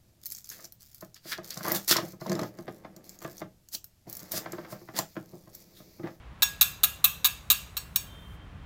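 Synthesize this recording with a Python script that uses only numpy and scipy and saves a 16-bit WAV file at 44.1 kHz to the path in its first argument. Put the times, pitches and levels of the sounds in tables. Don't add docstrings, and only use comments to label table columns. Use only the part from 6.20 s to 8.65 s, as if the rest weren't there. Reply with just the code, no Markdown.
import sys
import numpy as np
from scipy import signal
from scipy.fft import rfft, irfft
from scipy.io import wavfile
from scipy.ndimage import uniform_filter1d, minimum_filter1d

SR = 44100
rng = np.random.default_rng(int(sys.argv[2]) if len(sys.argv) > 2 else 0)


def wrap_up_sound(samples):
    columns = np.atleast_2d(samples).T
    tamed = np.clip(columns, -1, 1)
    steps = np.round(tamed * 32767).astype(np.int16)
    wavfile.write(sys.argv[1], SR, steps)


N = 108045

# start_s, rim_ring_db, spoon_pitch_hz, spoon_ring_db, five place_db (one for each rim
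# mode that depends on where the blow lands), room_send_db; all levels are offsets
STROKES = [(.226, 0, 2712, -1.5, 6.5, 8, -16, 4, 7.5, 0), (0.412, -2, 2770, -11, -1, 10, 2, -2, -1.5, 1),
           (.637, -11, 2570, -7, 2, -0.5, 4.5, 3.5, -17, -0.5),
           (.845, -11.5, 2614, -2, 4.5, -4.5, 0.5, -6, 4, 0),
           (1.05, -3, 2642, -1.5, -7, -4, -1, -10, -6, -1),
           (1.307, -3, 2687, 0.5, -12, -1, 5.5, -10, 4, 0.5),
           (1.571, -8, 4250, -11.5, -5, -13.5, -1.5, -1.5, 2, -1.5),
           (1.758, -2.5, 2443, -13.5, -6, -11.5, -3, 4, -1, -0.5)]


def undb(db):
    return 10 ** (np.asarray(db) / 20)


def unit(x):
    return x / np.sqrt(np.mean(x ** 2))


def envelope(start_s, attack_s, t60_s):
    age = np.maximum(np.arange(N) / SR - start_s, 0)
    return (1 - np.exp(-age / attack_s)) * undb(-60 * age / t60_s)


def freqs():
    return np.maximum(np.fft.rfftfreq(N, 1 / SR), 1)


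def causal_filter(x, gain):
    cepstrum = irfft(np.log(np.maximum(gain, 1e-5)), N)
    cepstrum[1:N // 2] *= 2
    cepstrum[N // 2:] = 0
    return irfft(rfft(x) * np.exp(rfft(cepstrum)), N)


def coloured_noise(points):
    hz, db = np.array(points).T
    f = freqs()
    gain = undb(np.interp(np.log(f), np.log(hz), db)) / (1 + (f / hz[-1]) ** 8 + (hz[0] / f) ** 8)
    return unit(irfft(rfft(rng.standard_normal(N)) * gain, N))


def resonance(hz, width):
    f = freqs()
    return 1 / (1 + ((f / hz - hz / f) * hz / width) ** 2)


def narrow_noise(hz, width):
    return unit(irfft(rfft(rng.standard_normal(N)) * resonance(hz, width), N))


def room_tone(mic_noise_db=-78, hum_db=-58):
    # freq_hz, relative_db
    rumble_colour = [(12, -32.5), (20, -21.5), (53, 3.5), (147, -4), (182, -3.5), (226, -14.5),
                     (312, -15.5), (409, -28.5), (500, -35), (650, -57), (1100, -120)]
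    air_colour = [(240, -26.5), (400, -5), (906, -6), (1110, -4), (2880, -14), (3260, -15.5), (3810, -19),
                  (4730, -25), (16000, -42.5)]
    # time_s, rumble_db, air_db
    level_ride = [(0, -48.5, -56), (.7, -49.5, -55.5), (1.2, -51.5, -57.5), (1.699, -49.5, -56),
                  (1.95, -47, -56), (2.45, -46, -56.5)]
    t = np.arange(N) / SR
    time_s, rumble_db, air_db = np.array(level_ride).T
    rumble = undb(np.interp(t, time_s, rumble_db)) * coloured_noise(rumble_colour)
    air = undb(np.interp(t, time_s, air_db)) * coloured_noise(air_colour)
    mic_noise = undb(mic_noise_db) * rng.standard_normal(N)
    hum = undb(hum_db) * narrow_noise(hz=64.1, width=6)
    return rumble + air + mic_noise + hum


def treble_hiss(start_s=0.18, end_s=2.18, level_db=-68, fade_s=0.03):
    # freq_hz, relative_db
    hiss_colour = [(5000, -3), (9000, -2), (14000, 0), (17000, -2)]
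    t = np.arange(N) / SR
    fade = np.clip(np.minimum(t - start_s, end_s - t) / fade_s, 0, 1)
    return undb(level_db) * fade * coloured_noise(hiss_colour)


def thin_tones(rise_s=0.042):
    # start_s, pitch_hz, width_hz, level_db, t60_s
    tones = [(1.84, 3152, 35.4, -59.5, 2.65), (1.889, 3563, 80, -55, 0.66)]
    t, out = np.arange(N) / SR, np.zeros(N)
    for start, hz, width, db, t60 in tones:
        wavering = np.sin(2 * np.pi * hz * t) + narrow_noise(hz, width)
        out += undb(db) * envelope(start, rise_s, t60) * wavering
    return out


def room_reverb(x, send_db=-9, predelay_s=0.002, build_s=0.0017):
    # centre_hz, t60_s, relative_db
    bands = [(501, 0.14, 1.5), (1620, 0.32, 4.5), (2780, 0.38, 6), (3900, 0.5, -10), (5000, 0.46, -0.5),
             (10240, 0.31, -3.5), (15400, .27, -7.5)]
    log_centres = np.log([row[0] for row in bands])
    noise, tail = rfft(rng.standard_normal(N)), np.zeros(N)
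    for (_, t60, db), share in zip(bands, np.eye(len(bands))):
        band = irfft(noise * np.interp(np.log(freqs()), log_centres, share), N)
        tail += undb(db) * band * unit(envelope(predelay_s, build_s, t60)) / np.sqrt(N)
    strokes = np.array(STROKES)
    send = undb(send_db + np.interp(np.arange(N) / SR, strokes[:, 0], strokes[:, -1]))
    return signal.fftconvolve(x * send, tail)[:N]


def mat_bump(level_db=-46):
    thud = envelope(start_s=1.303, attack_s=0.001, t60_s=0.14)
    return undb(level_db) * thud * narrow_noise(hz=260, width=70)


def bowl_and_spoon_ring(bowl_db=-30.5, spoon_db=-30.5, scatter_db=2.4, attack_s=0.001, spoon_t60_s=0.21):
    # pitch_hz, relative_db, t60_s
    mode_hz = [1654, 3520, 3785, 4190, 4532, 5577, 6657, 7715, 8759, 9746, 13252, 13665, 14225, 15072]
    mode_db = [-5, -3, -9, -13, -6, 0, -1, -3, -4, -11, -5, -12, -13, -10]
    mode_t60_s = [0.29, 0.19, 0.2, 0.22, .25, 0.16, 0.17, .22, 0.22, .23, 0.11, .26, .22, .18]
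    place_modes = [1654, 3520, 4532, 5577, 6657]
    t, out = np.arange(N) / SR, np.zeros(N)
    for start, rim_ring_db, spoon_hz, spoon_ring_db, *place_db, _ in STROKES:
        accent_db = dict(zip(place_modes, place_db))
        for hz, db, t60 in zip(mode_hz, mode_db, mode_t60_s):
            level_db = bowl_db + rim_ring_db + db + accent_db.get(hz, 0)
            level_db += scatter_db * rng.standard_normal()
            partial = np.sin(2 * np.pi * (hz * t + rng.random()))
            out += undb(level_db) * envelope(start, attack_s, t60) * partial
        spoon = envelope(start, attack_s, spoon_t60_s) * np.sin(2 * np.pi * spoon_hz * t)
        out += undb(spoon_db + spoon_ring_db) * spoon
    return out


def spoon_clacks(level_db=-9.5, attack_s=0.00036, base_t60_s=0.035, crossover_hz=7700):
    # start_s, relative_db, extra_treble_db
    contacts = [(0.2215, -0.5, -4.5), (0.2286, -0.5, 0.5), (0.2356, -15, 6), (0.4106, 1, -1),
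                (0.4172, -2, 4.5), (.4215, -11.5, -0.5), (0.426, -4.5, 1), (0.6336, -3.5, 4.5),
                (0.6368, 0, 1), (0.6431, -6, 3), (.6500, -13, 5.5), (0.8419, -1.5, -2.5), (0.8432, -0.5, 7),
                (0.8508, -5, 2), (0.8553, -16, -1.5), (0.8592, -13.5, 5), (1.0447, -3, 2.5),
                (1.0504, 0, -5.5), (1.0560, -9, 10.5), (1.0606, -8, 2), (1.066, -12.5, 1.5),
                (1.0706, -14, 7), (1.301, -0.5, 3), (1.3083, 0, -3), (1.3152, -10.5, 2), (1.3157, -9.5, 8),
                (1.324, -11.5, 7.5), (1.5681, -10.5, -1.5), (1.5755, -14, 2), (1.7595, -8.5, 9),
                (1.76, -12, -2)]
    # centre_hz, width_hz, relative_db
    wall_modes = [(700, 140, -25.5), (1008, 118, -14.5), (1218, 160, -8), (1655, 99, -12.5),
                  (2373, 230, -13), (2718, 190, -7.5), (3820, 300, 2), (4240, 150, -10.5),
                  (6110, 2180, -16.5), (6650, 160, -6.5), (7870, 1400, -13), (9660, 190, -11.5),
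                  (11176, 240, -8), (12800, 180, -1.5), (13120, 180, 1.5), (13560, 220, -7),
                  (14520, 130, -4.5), (14700, 260, -0.5), (15200, 166, -1.5)]
    body_power, treble_power = np.zeros(N), np.zeros(N)
    for start, db, treble_db in contacts:
        t60 = base_t60_s * undb(0.12 * db)
        power = (undb(db) * envelope(start, attack_s, t60)) ** 2
        body_power += power
        treble_power += power * undb(treble_db) ** 2
    wall_power = sum(undb(db) ** 2 * resonance(hz, width) ** 1.222 for hz, width, db in wall_modes)
    wall = unit(np.sqrt(wall_power))
    treble_share = 1 / (1 + (crossover_hz / freqs()) ** 6)
    body_bursts = np.sqrt(body_power) * rng.choice([-1, 1], N)
    treble_bursts = np.sqrt(treble_power) * rng.choice([-1, 1], N)
    body = causal_filter(body_bursts, wall * np.sqrt(1 - treble_share))
    treble = causal_filter(treble_bursts, wall * np.sqrt(treble_share))
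    return undb(level_db) * (body + treble)


def scene(ring_send_db=-6):
    clacks, ring = spoon_clacks(), bowl_and_spoon_ring()
    reverb = room_reverb(clacks + undb(ring_send_db) * ring)
    return (clacks + ring + reverb + mat_bump() + treble_hiss() + room_tone() + thin_tones())[None]


def record(dry, limit_db=-4.5, hold_s=0.00076, top_hz=15800):
    span = int(hold_s * SR)
    gain = np.minimum(1, undb(limit_db) / np.maximum(np.abs(dry), 1e-9))
    smooth_gain = uniform_filter1d(minimum_filter1d(gain, span), span)
    low_pass = signal.ellip(8, .2, 70, top_hz, fs=SR, output="sos")
    return signal.sosfilt(low_pass, dry * smooth_gain)


dry = scene()
out = record(dry)
wrap_up_sound(out)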